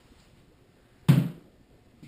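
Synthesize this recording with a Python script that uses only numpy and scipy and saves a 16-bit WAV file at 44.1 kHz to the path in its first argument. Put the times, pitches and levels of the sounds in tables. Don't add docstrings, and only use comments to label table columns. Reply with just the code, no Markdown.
import sys
import numpy as np
from scipy import signal
from scipy.fft import rfft, irfft, next_fast_len
from scipy.io import wavfile
from scipy.ndimage import uniform_filter1d

SR = 44100
rng = np.random.default_rng(int(sys.argv[2]) if len(sys.argv) > 2 else 0)


def nominal_scale(level):
    x = np.asarray(level, float) / 20
    return 10 ** x


def bounce(signal):
    frames = np.transpose(np.atleast_2d(signal))
    limited = np.clip(frames, -1, 1)
    pcm = np.round(limited * 32767).astype(np.int16)
    wavfile.write(sys.argv[1], SR, pcm)


N = 91287


def read(points, hz):
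    f, value = np.transpose(points)
    return np.interp(np.log(hz + 1), np.log(f + 1), value)


def evened(x):
    return x / np.sqrt(np.mean(x ** 2) + 1e-20)


def since(start_s):
    return np.maximum(np.arange(N) / SR - start_s, 0)


def ring(t, pitch_hz, level_db, t60_s):
    return nominal_scale(level_db - 60 * t / t60_s) * np.sin(2 * np.pi * pitch_hz * t)


def noise(field_db, size=512):
    frames = N * 4 // size + 5
    hz = np.fft.rfftfreq(size, 1 / SR)[:, None]
    t = np.arange(frames) * size / 4 / SR
    real, imag = rng.standard_normal((frames, len(hz), 2)).T
    spectra = (real + 1j * imag) * nominal_scale(field_db(hz, t))
    return signal.istft(spectra, nperseg=size, noverlap=size * 3 // 4)[1][:N]


def patches(hz, t, bins=6, frames=8):
    lumps = rng.standard_normal((len(t), len(hz))).T
    lumps = uniform_filter1d(lumps, int(bins), 0)
    return evened(uniform_filter1d(lumps, int(frames), 1))


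# frequency_hz, density_db (per Hz)
AIR_COLOUR = [(12, -58.5), (20, 0), (248, -6), (305, -9), (367, -9), (532, -13.5), (597, -16), (992, -23.5),
              (5000, -30), (6500, -29), (11000, -120)]
# pitch_hz, level_db
HUM_PARTIALS = [(120, -72), (362, -75), (720, -81.5), (1800, -86), (2040, -86)]


def air():
    def field(hz, t):
        low_lumps = 2.7 * patches(hz, t, 6.4, 3.3) * (hz < 700)
        return read(AIR_COLOUR, hz) + low_lumps + 0.81 * patches(hz, t, 30, 12)

    rumble = nominal_scale(-58.5) * evened(noise(field, size=1024))
    t = np.arange(N) / SR
    hum = np.zeros(N)
    for pitch_hz, level_db in HUM_PARTIALS:
        waver_db = 1.86 * np.sin(2 * np.pi * (rng.uniform(1.0, 2.32) * t + rng.random()))
        hum += nominal_scale(level_db + 3.5 + waver_db) * np.sin(2 * np.pi * pitch_hz * t)
    return rumble + hum


# time_s, level_db
MOVEMENT = [(0, -59), (.1, -61), (.25, -58), (.33, -65.5), (.39, -61.5), (.46, -69.5), (.6, -69.5),
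            (.8, -69), (.95, -66), (1.08, -63), (1.4, -72), (1.8, -72), (1.97, -68.5), (2.07, -61)]
# frequency_hz, density_db (per Hz)
CLOTH_COLOUR = [(300, -39.5), (800, -9.5), (1600, -12.5), (2500, -11.5), (3500, -13.5), (5000, -14.5)]


def rustle():
    def field(hz, t):
        return read(CLOTH_COLOUR, hz) - 30 * (hz < 200) + 1.5 * patches(hz, t, 5, 10)

    level_db = np.interp(np.arange(N) / SR, *np.transpose(MOVEMENT))
    return nominal_scale(level_db) * evened(noise(field))


# start_s, level_db, pitch_hz, t60_s
SOFT_KNOCKS = [
    (.118, -43.5, 246, 0.052),
    (1.937, -49.5, 236, 0.15),
    (2.0249, -39.5, 164, 0.14),
    (2.026, -41.5, 293, 0.088),
    (2.031, -42, 231, 0.14),
    (2.0577, -37, 150, 0.074),
]


def knocks():
    direct = np.zeros(N)
    for start_s, level_db, pitch_hz, t60_s in SOFT_KNOCKS:
        onset = np.minimum(since(start_s) / 0.0029, 1)
        direct += onset * ring(since(start_s), pitch_hz, level_db, t60_s)
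    t = np.arange(SR // 2) / SR
    room = rng.standard_normal(len(t)) * nominal_scale(-60 * t / 0.62) * (t > .006)
    room = room / np.linalg.norm(room)
    return direct + nominal_scale(-8) * signal.fftconvolve(direct, room)[:N]


# start_s, rise_s, t60_s, level_db, centre_hz
RUBS = [
    (.184, .014, .22, -61.5, 4500),
    (2.028, .008, 1.5, -62, 2330),
    (2.0255, .006, 1.5, -62, 4000),
    (.55, .4, 1.2, -73, 1550),
]
RUB_WIDTHS = [.15, .1, .45, .2]


def scuffs():
    out = np.zeros(N)
    for (start_s, rise_s, t60_s, level_db, centre_hz), width in zip(RUBS, RUB_WIDTHS):
        hiss = noise(lambda hz, t: -6 * (np.log((hz + 1) / centre_hz) / width) ** 2, size=256)
        swell = np.minimum(since(start_s) / rise_s, 1)
        out += swell * nominal_scale(level_db - 60 * since(start_s + rise_s) / t60_s) * evened(hiss)
    return out


# start_s, level_db
RIM_CONTACTS = [
    (1.0851, -30),
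    (1.0863, -30),
    (1.0874, -21),
    (1.0885, -25),
]


def ticks():
    out = np.zeros(N)
    for start_s, level_db in RIM_CONTACTS:
        t = since(start_s)
        crack = nominal_scale(level_db - 4 - 60 * t / .008) * rng.standard_normal(N)
        shell = ring(t, 1300, level_db, .006) + ring(t, 3200, level_db - 3, .006)
        out += (t > 0) * (crack - shell)
    return out


# frequency_hz, density_db (per Hz)
TAIL_COLOUR = [(300, -6), (400, -20.5), (560, -13), (750, -26), (1200, -26), (1800, -28.5), (3000, -26.5),
               (5200, -38)]
# frequency_hz, t60_s
TAIL_DECAY = [(300, 0.6), (600, 0.54), (1200, 0.58), (2500, 0.49), (5000, 0.52)]


def tail():
    start_s = RIM_CONTACTS[0][0]

    def field(hz, t):
        decay_db = -60 * np.maximum(t - start_s, 0) / read(TAIL_DECAY, hz)
        bass_lag_db = -13.5 * (hz < 480) * (t < start_s + .025)
        return read(TAIL_COLOUR, hz) - 40 * (hz < 250) + decay_db + bass_lag_db + patches(hz, t, 10, 3.5)

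    diffuse = noise(field)
    diffuse = diffuse / np.sqrt(np.mean(diffuse[round(start_s * SR):][:2000] ** 2))
    t = since(start_s)
    rise = np.minimum(t / 0.0044, 1)
    early = 1 + nominal_scale(-39 - 60 * t / 0.064)
    return nominal_scale(-31) * rise * early * diffuse


# pitch_hz, level_db, t60_s
TOP_MODES = [(150.1, 0, .156), (268.9, -6.5, .118), (342.8, -12.6, .28), (590, -23, .12)]
# pitch_hz, level_db, t60_s
ROOM_MODES = [(94.1, -5.1, .43), (133.1, 6.9, .47), (137.1, -8.1, 1.14), (159.9, -.7, .94),
              (170.4, 2, 1.03), (182, 3.2, 1.12), (185.6, 7.4, 1.2), (213.5, 9.4, 1.18), (224.1, 5.9, 1.14),
              (236.6, 9.1, 1.05), (249.3, -2.1, 1.2), (262.5, -7.9, .58), (279.6, -6.4, .83)]
ROOM_SIGNS = [-1, -1, 1, -1, -1, -1, 1, 1, -1, 1, 1, 1, -1]


def boom():
    push_s, build_s = .0015, .008
    t = np.arange(SR) / SR
    push = np.sin(np.pi * np.minimum(t / push_s, 1))[:400] ** 2
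    modes = sum(ring(t, *mode) for mode in TOP_MODES)
    top = signal.fftconvolve(modes, push / push.sum())[:SR]
    top = signal.sosfilt(signal.butter(3, 85, "high", fs=SR, output="sos"), top)
    late = np.maximum(t - .0003, 0)
    waves = sum(sign * ring(late, *mode) for sign, mode in zip(ROOM_SIGNS, ROOM_MODES))
    waves = waves * nominal_scale(-20.3 * (late / .3) ** 2)
    sound = top + signal.fftconvolve(top, waves)[:SR] / (build_s * SR)
    return -nominal_scale(-14.1) * np.interp(since(1.0871), t, sound, right=0)


def scene():
    return (air() + rustle() + knocks() + scuffs() + ticks() + tail() + boom())[None]


def roll_off(x):
    return signal.sosfilt(signal.butter(12, 16430, fs=SR, output="sos"), x)


def record(dry):
    rate_hz, guard_hz, edge_hz = 12000, 5336, 15400
    guarded = signal.sosfilt(signal.butter(16, guard_hz, fs=SR, output="sos"), dry)
    combed = guarded * (1 + 2 * np.cos(2 * np.pi * rate_hz * np.arange(N) / SR))
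    size = next_fast_len(N + 2048)
    hz = np.fft.rfftfreq(size, 1 / SR)
    hold = np.sinc(hz / rate_hz) * (hz < edge_hz)
    held = irfft(rfft(combed, size) * hold, size)[:, :N]
    return roll_off(held)


dry = scene()
out = record(dry)
bounce(out)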